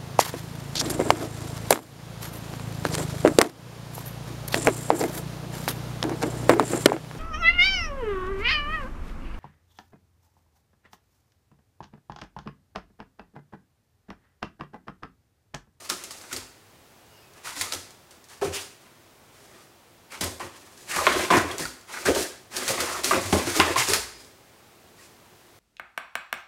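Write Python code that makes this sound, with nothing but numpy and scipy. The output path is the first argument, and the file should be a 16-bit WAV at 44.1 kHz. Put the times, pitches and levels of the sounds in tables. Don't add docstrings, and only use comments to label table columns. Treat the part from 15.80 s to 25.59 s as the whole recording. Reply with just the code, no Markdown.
import sys
import numpy as np
from scipy import signal
from scipy.fft import rfft, irfft, next_fast_len
from scipy.io import wavfile
from scipy.ndimage import uniform_filter1d

SR = 44100
rng = np.random.default_rng(int(sys.argv[2]) if len(sys.argv) > 2 else 0)


def digitize_waveform(pressure):
    field = np.atleast_2d(pressure).T
    bounded = np.clip(field, -1, 1)
    quanta = np.round(bounded * 32767).astype(np.int16)
    wavfile.write(sys.argv[1], SR, quanta)


def field_ratio(decibels):
    return 10 ** (np.asarray(decibels, dtype=float) / 20)


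N = 431738
T = np.arange(N) / SR


def unit(x):
    return x / np.sqrt(np.mean(x ** 2))


def resonate(x, hz, width_hz):
    return signal.lfilter(*signal.iirpeak(hz, hz / width_hz, fs=SR), x)


def colour(x, points):
    size = next_fast_len(len(x))
    hz, db = np.transpose(points)
    bins_hz = np.arange(size // 2 + 1) * SR / size
    gain = field_ratio(np.interp(np.log(bins_hz + 1), np.log(hz), db))
    return irfft(rfft(x, size) * gain, size)[:len(x)]


def walk(rate):
    knots = np.arange(int(T[-1] * rate) + 2)
    return np.interp(T * rate, knots, rng.standard_normal(len(knots)))


def grit(spread_db, flutter_db, rate):
    snaps_db = spread_db * np.minimum(rng.exponential(size=N), 6)
    return unit(rng.standard_normal(N) * field_ratio(snaps_db + flutter_db * walk(rate)))


def body(force, modes, wander_db):
    out = np.zeros(N)
    for k, (hz, width_hz, db) in enumerate(modes):
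        sign = (-1) ** k
        out += sign * field_ratio(db) * resonate(force * field_ratio(wander_db * walk(9)), hz, width_hz)
    return out


# (time [s], length [s], level [dB], weight on the panel [dB], claws dug in [dB])
SWEEPS = [(.12, 0.49, -49, -5.5, 1), (1.536, 0.094, -60, 2, 8), (1.624, 0.071, -38, -11, 4),
          (1.739, 0.072, -37, -10, -2), (2.475, 0.064, -47.5, -13, 4.5), (2.711, 0.068, -32, -17, 0.5),
          (3.477, 0.35, -59, 1.5, 1.5), (4.291, 0.063, -44.5, -2, 2.5), (4.693, .3, -56, -3, 1.5),
          (4.966, 0.11, -52.5, -1, -3), (5.058, .2, -32.5, -12.5, 5.5), (5.321, 0.13, -33.5, 1, 1.5),
          (5.662, 0.082, -44.5, 9, 1), (6.057, 0.21, -42.5, -1.5, 3), (6.328, 0.095, -31, -5.5, -2.5),
          (6.692, 0.24, -34, -6, 3), (6.917, .28, -38, 0, 4.5), (7.37, .13, -35, -4.5, -3),
          (7.64, 0.089, -31, -10, 1.5), (7.731, 0.043, -26, -7, 1), (7.83, 0.076, -35, 7, 7),
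          (7.95, 0.054, -22.5, -13, 5), (8.355, .12, -54, -0.5, -10), (9.152, 0.1, -54.5, -10, 2)]
SKIDS = [(0, 0.057, -45, -6, -1), (0.089, 0.017, -33.5, -9, -1), (0.3, 0.018, -56, -8, 8),
         (0.509, 0.062, -43, -3, -2), (1.807, 0.038, -36, -10, 3.5), (1.916, 0.059, -41.5, -3.5, -3),
         (2.31, .03, -57, -4, -1), (2.611, 0.046, -39.5, 9.5, -6), (4.406, 0.034, -33.5, 1.5, -3.5),
         (4.594, 0.037, -44, 6, 6), (5.264, 0.067, -34.5, 9, 7.5), (5.5, 0.073, -32, 11, 4.5),
         (5.79, 0.024, -31, -5, -5), (6.25, 0.036, -30, 10, -2), (6.885, 0.037, -29.5, -6, -1),
         (6.987, 0.035, -33, 2, -7), (7.232, 0.056, -27.5, -8, 0), (7.311, 0.043, -33, 8, 5.5),
         (7.521, 0.076, -31, 3, -0.5), (7.788, 0.04, -35.5, 1, 12), (8.069, 0.028, -25.5, -5.5, -3),
         (8.135, 0.02, -30, -5.5, 2.5), (3.001, 0.07, -62.5, -4, 5)]


def rub_levels():
    power, t = np.zeros((3, N)), T[:SR]
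    strokes = [(*row, 0.023 + 0.22 * row[1], 0.31) for row in SWEEPS]
    strokes += [(*row, 0.0048, 0.36) for row in SKIDS]
    for start, length, db, weight_db, dug_db, rise_s, t60 in strokes:
        rise = np.sin(np.pi / 2 * np.clip(t / rise_s, 0, 1)) ** 2
        shape = rise * field_ratio(-60 * np.maximum(t - length, 0) / t60)
        rasp_db = 1 + 0.33 * weight_db + dug_db
        panel_db = 0.5 + weight_db
        layers_db = db + np.array([0, rasp_db, panel_db])
        span = power[:, int(start * SR):][:, :SR]
        span += (field_ratio(2 * layers_db)[:, None] * shape ** 2)[:, :span.shape[1]]
    return np.sqrt(power)


def scrapes(times, levels_db):
    power, t = np.zeros(N), T[:SR // 3]
    t60 = 0.096
    for start, db in zip(times, levels_db):
        power[int(start * SR):][:len(t)] += field_ratio(2 * (db - 60 * t / t60))
    return np.sqrt(power)


# (frequency [Hz], level per Hz [dB])
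PAPER = [(1180, -11), (2000, -4.5), (3080, -5.5), (4130, -2), (4430, -1.5), (9540, -4.5), (15200, -16.5),
         (16100, -24), (16500, -46)]
# (frequency [Hz], width [Hz], level [dB])
SKIN = [(3250, 350, -16), (5000, 1800, -14.5), (6800, 1860, -6), (9920, 490, -33.5)]
# (time [s], peak [dB], brightness [Hz], scrape after it [dB])
CATCHES = [(.3084, -20, 4190, -18), (.413, -33.5, 4130, -8), (.5277, -17.5, 3780, -8.5),
           (0.564, -15, 4590, -13.5), (1.8115, -11, 6690, -12.5), (1.819, -13, 5890, -17),
           (1.923, -9.5, 4300, -16), (2.3092, -32, 5680, -14), (2.6194, -34, 3450, -18),
           (4.3211, -33, 5080, -8), (4.4096, -15, 4640, -10.5), (5.162, -13, 8550, -8.5),
           (5.268, -4, 2280, -38), (5.3244, -22, 3630, -6.5), (5.504, -12, 3410, -30),
           (5.5692, -11, 5340, -13), (5.713, -32, 3400, -0.5), (5.782, -15, 7440, -18),
           (5.8533, -21, 4640, -16), (6.2605, -16, 6270, -7), (6.349, -16.5, 3550, -10.5),
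           (6.376, -21, 5100, -15), (6.766, -16, 6420, -9), (6.879, -15, 5790, -6), (7.004, -15, 5020, -6),
           (7.244, -6, 5250, -11.5), (7.5283, -8.5, 3110, -13.5), (7.8, 5, 2450, -42),
           (7.959, -13, 3250, -22), (8.135, -3.5, 5000, -14.5)]
# (time [s], peak [dB], brightness [Hz])
TICKS = [(.0945, -22, 5500), (.0995, -5, 5340), (.2384, -16, 7890), (1.5359, -39, 5580),
         (1.9358, -10.5, 5440), (1.9488, -18, 5910), (2.1066, -30.5, 5730), (2.4414, -33, 5480),
         (2.4867, -32, 6800), (4.442, -10.5, 9710), (4.6059, -32, 7850), (4.9761, -33, 5890),
         (6.0117, -35, 6650), (6.739, -32, 5000), (7.311, -15, 1506), (8.087, -7.5, 5970), (8.1, -11, 6500),
         (8.14, -21, 14000), (8.4044, -37, 5000), (8.4477, -34, 4960)]


def paper(rub):
    tick_scrape_db = -18.5
    contacts = [*CATCHES, *[(*tick, tick_scrape_db) for tick in TICKS]]
    times, peaks_db, bright_hz, after_db = np.transpose(contacts)
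    hiss = colour(grit(2.65, 2.2, 60), PAPER)
    skin = unit(hiss + body(hiss[::-1], SKIN, 1.7))
    out = np.hypot(rub, scrapes(times, peaks_db + after_db)) * skin
    for start, peak_db, hz in zip(times, peaks_db, bright_hz):
        tear = rng.standard_normal(256) * np.exp(-T[:256] / 0.00066)
        tick = resonate(resonate(tear, hz, 0.39 * hz), hz, 1.3 * hz)
        out[int(start * SR):][:256] += field_ratio(peak_db - 4) * tick / np.abs(tick).max()
    return out


# (time [s], peak [dB], centre of the push [Hz], its width [share of the centre])
PADS = [(0.105, -27, 351, .8), (0.438, -35, 344, 1.8), (.527, -31, 259, 1.3), (1.933, -24, 348, 1.5),
        (2.618, -20, 396, 1), (2.646, -24, 400, 1), (4.409, -21, 260, 0.99), (4.443, -23.5, 347, 1.1),
        (4.47, -29, 364, 1.1), (5.163, -13, 332, 3.2), (5.349, -17, 340, 0.59), (5.394, -16, 347, 1.3),
        (5.569, -11.5, 374, 1.1), (5.792, -22, 258, 0.82), (6.283, -24, 400, .6), (6.359, -18, 640, 0.8),
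        (6.904, -18, 380, 1.5), (6.975, -18, 344, 2.1), (7.334, -11.5, 349, 1.7), (7.527, -7.5, 230, 1.6),
        (7.551, -19, 316, 1.2), (7.67, -19, 346, 0.57), (7.758, -19, 320, 0.55), (7.795, -11.5, 303, 1),
        (8.08, -25, 385, 0.61), (5.535, -14, 228, 1.7), (1.77, -35, 295, 1.2)]
RAPS = [(.099, -22, 1460, 0.93), (.305, -32.5, 1120, 1.4), (.512, -29, 1420, 1.8),
        (1.669, -29.5, 1460, 1.2), (1.81, -18, 1720, 1.6), (1.919, -26, 1340, 1.2),
        (2.614, -24.5, 840, 0.74), (4.323, -30, 2020, 2.5), (4.601, -24, 1150, 0.65),
        (5.11, -18.5, 2740, 0.88), (5.184, -14.5, 1160, .6), (5.503, -3.5, 1028, 1.8),
        (5.534, -7, 1040, 1.9), (5.701, -20, 1100, 3.4), (5.853, -22.5, 1400, 1.4), (6.138, -25, 1620, .69),
        (6.169, -23.5, 1700, 1.2), (6.885, -15.5, 2310, 1.1), (7.002, -18.5, 1460, .94),
        (7.31, -9, 1135, 1.4), (7.849, -29, 1060, 1.4), (7.959, -9, 1066, 2), (8.134, -15, 1800, 1.2), ]
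SLAPS = [
    (5.268, 0, 1040, 2),
    (7.799, -3, 1096, 2),
    (6.255, -10, 1200, 2.9),
]


def blows():
    force, spot, rough, t = np.zeros(N), np.zeros(N), grit(3.7, 1.0, 90), T[:SR // 5]
    hits = [(*row, -9, 0.14) for row in PADS]
    hits += [(*row, -10, 0.11) for row in RAPS]
    hits += [(*row, -10.5, 0.056) for row in SLAPS]
    for start, db, hz, share, rattle_db, t60 in hits:
        i, width_hz = int(start * SR), hz * np.clip(share, .2, 3)
        rattle = rough[i:i + len(t)] * field_ratio(rattle_db - 60 * t / t60)
        push = rattle * np.sqrt(SR / width_hz / 4)
        push[0] += .22 * SR / width_hz
        push = field_ratio(db) * resonate(push, hz, width_hz)
        force[i:i + len(t)] += push
        spot[i:i + len(t)] += field_ratio(-13.5) * push + field_ratio(12.0) * resonate(push, hz, 0.049 * hz)
    return force, spot


# (time [s], peak [dB], frequency [Hz])
THUDS = [(.546, -38.5, 80), (.599, -48, 75.4), (1.799, -40.5, 96), (1.949, -41, 89), (2.669, -32, 91),
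         (4.427, -29.5, 95.3), (4.448, -31.5, 89.3), (4.619, -38, 92.4), (4.66, -49, 120),
         (5.179, -37, 79.5), (5.35, -30.5, 91), (5.569, -21, 119), (5.619, -26, 103), (5.8, -34, 117),
         (6.289, -28, 68), (6.893, -32, 111), (7.006, -40, 80.4), (7.338, -29.5, 92), (7.448, -30, 99),
         (7.524, -20, 80), (7.649, -28, 94.2), (7.789, -28, 86.1), (7.899, -31, 90), (7.978, -30, 118),
         (8.084, -29, 83), (8.298, -51, 68)]


def thuds():
    out, t = np.zeros(N), T[:SR // 3]
    cycles = 27
    ratios = rng.uniform(0.73, 1.363, len(THUDS))
    for (start, db, hz), ratio in zip(THUDS, ratios):
        swell = (1 - np.exp(-t / 0.0071)) ** 2 * field_ratio(-60 * t / (cycles / hz))
        swing = np.sin(2 * np.pi * hz * t) + 1.3 * np.sin(2 * np.pi * ratio * hz * t)
        out[int(start * SR):][:len(t)] += field_ratio(db - 8) * swell / swell.max() * swing
    return out


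# (frequency [Hz], width [Hz], level [dB])
BOOM = [(71, 7.2, 0.5), (97, 21, -9), (123, 27, -5.5)]
PANEL = [(180.4, 28, -11.5), (265, 49, -4.5), (295.4, 52, -4), (363, 40, 0.5), (431, 58, -4), (502, 95, -5),
         (676, 110, -7.5)]
KNOCK = [(769, 150, -7.5), (910, 84, -2.5), (1042, 85, -2.5), (1234, 136, -0.5), (1490, 330, -4.5),
         (1764, 180, -2), (1960, 235, -3.5), (2510, 540, -7), (3210, 700, -8.5), (4300, 4200, -18)]


def box(rasp, panel):
    force, spot = blows()
    out = thuds() + spot
    for modes, rub in ((KNOCK, rasp), (PANEL, panel)):
        passed = np.sqrt(sum(field_ratio(2 * db) * np.pi * width_hz / SR for _, width_hz, db in modes))
        rubbing = rub * grit(3.0, 3.06, 55) / passed
        out = out + body(field_ratio(6.5) * force + field_ratio(0.5) * rubbing, modes, 1.92)
    shake = unit(resonate(body(rng.standard_normal(N), BOOM, 0.85), 90, 58.4))
    slow_weight = uniform_filter1d(panel, SR // 20)
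    return out + field_ratio(-18.5) * slow_weight * shake


# (time [s], peak [dB], frequency [Hz], t60 [s])
TAPS = [(.5638, -28, 4500, .008), (2.628, -25, 754, .1), (2.619, -21, 400, .35), (5.2678, 4, 1700, .004),
        (5.271, -8.5, 1052, .06), (5.345, -22, 1900, .01), (5.392, -18, 1400, .012),
        (5.526, -9.5, 900, 0.017), (5.538, -9.5, 700, 0.019), (5.568, -9.5, 1100, .012),
        (5.58, -13.5, 1400, .015), (5.7128, -27.5, 3310, 0.038), (5.74, -27, 400, .06),
        (5.8539, -23, 1446, 0.037), (5.8535, -26, 4600, .015), (6.268, -13, 1610, .012),
        (6.286, -12, 450, 0.056), (6.303, -12.5, 478, .04), (6.319, -17, 522, .06), (6.368, -16, 400, .05),
        (6.39, -19, 402, .06), (6.411, -21, 380, 0.054), (6.905, -21, 700, .03), (7.004, -18, 1190, 0.0093),
        (7.311, -13.5, 1200, .06), (7.334, -11, 1500, .006), (7.343, -16, 330, .06),
        (7.538, -13.5, 298, .05), (7.548, -16, 618, .06), (7.567, -16, 300, 0.035), (7.7955, -9, 300, .04),
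        (7.803, -8, 1060, .06), (7.96, -16.5, 1060, .06), (7.979, -13, 2200, .015), (8.0, -15, 2100, .025),
        (8.021, -19, 2100, 0.022), (8.088, -19, 380, .06), (8.12, -21, 429, .08), (8.1345, -11, 1900, 0.01),
        (7.88, -21, 1750, .03), (7.905, -20.5, 370, .08), (4.601, -30.5, 800, .05),
        (5.19, -22, 1240, 0.054), (5.27, -12, 600, .04), (5.85, -41, 62, .3), (8.19, -42, 60, .4),
        (2.65, -34, 150, .2), (4.41, -30, 185, .15), (6.287, -16, 280, .1), (7.53, -17, 195, .15)]


def taps():
    out, t = np.zeros(N), T[:SR // 3]
    for start, db, hz, t60 in TAPS:
        ring = np.sin(2 * np.pi * hz * t) + 0.33 * np.sin(2 * np.pi * 1.31 * hz * t)
        out[int(start * SR):][:len(t)] += field_ratio(db - 60 * t / t60) * resonate(ring, hz, hz)
    return out


def stick_slip(rows, width):
    out, rough = np.zeros(N), grit(1.9, 2.0, 70)
    for start, length, db, from_hz, to_hz in rows:
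        i, size = int(start * SR), int(length * SR)
        hz = np.geomspace(from_hz, to_hz, size)
        smooth = signal.butter(2, width * min(from_hz, to_hz) / 2, fs=SR)
        a = signal.lfilter(*smooth, rough[i:i + size])
        b = signal.lfilter(*smooth, rough[i - size:i])
        turn = 2 * np.pi * np.cumsum(hz) / SR
        band = unit(a * np.cos(turn) + b * np.sin(turn))
        out[i:i + size] += field_ratio(db) * np.sqrt(np.hanning(size)) * band
    return out


# (time [s], length [s], level [dB], from [Hz], to [Hz])
RAKES = [(5.272, .07, -25, 1900, 1500), (5.505, .09, -25, 2200, 1800), (6.254, .035, -24, 1600, 1500),
         (7.03, .19, -36, 1000, 1100), (2.73, .08, -38, 2400, 3000), (7.799, .022, -20, 2300, 2000),
         (5.1, .1, -35, 1500, 2300), (5.38, .08, -33, 1700, 2500), (5.19, .07, -34, 750, 700),
         (7.82, .12, -32, 1100, 1100), (5.56, .07, -29, 1500, 1800), (7.97, .08, -30, 2600, 2400)]


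def claw_rakes():
    return stick_slip(RAKES, 0.6)


# (time [s], length [s], level [dB], from [Hz], to [Hz])
DRAGS = [(5.09, 0.11, -40, 2500, 1300), (5.18, 0.065, -32, 1250, 1070), (5.506, 0.0528, -24, 1080, 990),
         (7.08, .14, -39, 1350, 1240), (7.953, .05, -32, 1060, 1140), (6.28, .05, -28, 560, 480),
         (1.29, .2, -65, 4900, 5050), (8.14, .08, -37, 4600, 4200), (8.25, 0.28, -59, 410, 400),
         (5.2, .06, -33, 600, 548), (7.31, .03, -31, 1250, 1100), (5.12, .08, -36.5, 1150, 1200),
         (5.8, .06, -38, 1750, 1900), (6.43, .05, -41, 1800, 1750)]


def claw_drags():
    return stick_slip(DRAGS, 0.18)


# (time [s], length [s], level [dB], from [Hz], to [Hz])
SQUEAKS = [
    (1.285, .14, -62, 2900, 2800),
    (1.41, .09, -65, 2600, 2520),
    (9.178, .07, -59, 1120, 1100),
    (9.18, .04, -56, 1900, 1880),
    (8.22, .25, -57, 5000, 4950),
    (1.3, .15, -70, 12500, 12500),
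]


def wall_squeaks():
    return stick_slip(SQUEAKS, 0.034)


# (frequency [Hz], t60 [s])
ROOM_T60 = [(100, 0.58), (400, 0.46), (1500, 0.69), (5000, 0.57), (12000, 0.45)]


def room(x):
    t, echo = T[:SR], 0
    hz, t60 = np.transpose(ROOM_T60)
    for f in 63 * 2. ** np.arange(9):
        band = unit(resonate(rng.standard_normal(SR), f, 0.94 * f)) * np.sqrt(f)
        echo = echo + band * field_ratio(-60 * t / np.interp(np.log(f), np.log(hz), t60))
    echo = echo * np.clip((t - .004) / 0.0046, 0, 1)
    return signal.fftconvolve(x, echo / np.sqrt(np.sum(echo ** 2)))[:N]


# (frequency [Hz], level per Hz [dB])
HUSH = [(12, -55.5), (20, -26), (102, -3), (189, -9.5), (244, -6), (305, -10.5), (332, -4.5), (506, -9.5),
        (729, -9), (1140, -12.5), (1430, -14), (15200, -26.5), (16500, -24)]


def hush():
    return field_ratio(-54.5 + .5 * walk(1.51)) * unit(colour(rng.standard_normal(N), HUSH))


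def scene():
    hiss, rasp, panel = rub_levels()
    cat = field_ratio(-1.0) * (paper(hiss) + box(rasp, panel))
    cat = cat + taps() + claw_rakes() + claw_drags() + wall_squeaks()
    return (cat + field_ratio(-10) * room(cat) + hush())[None]


def band_limit(x):
    return signal.sosfilt(signal.butter(12, 16650, fs=SR, output="sos"), x)


def record(dry):
    clipped = np.clip(dry, -.95, .95)
    low_pass = signal.ellip(8, .2, 50, 15800, fs=SR, output="sos")
    mix = signal.sosfilt(low_pass, clipped)
    return band_limit(mix)


dry = scene()
out = record(dry)
digitize_waveform(out)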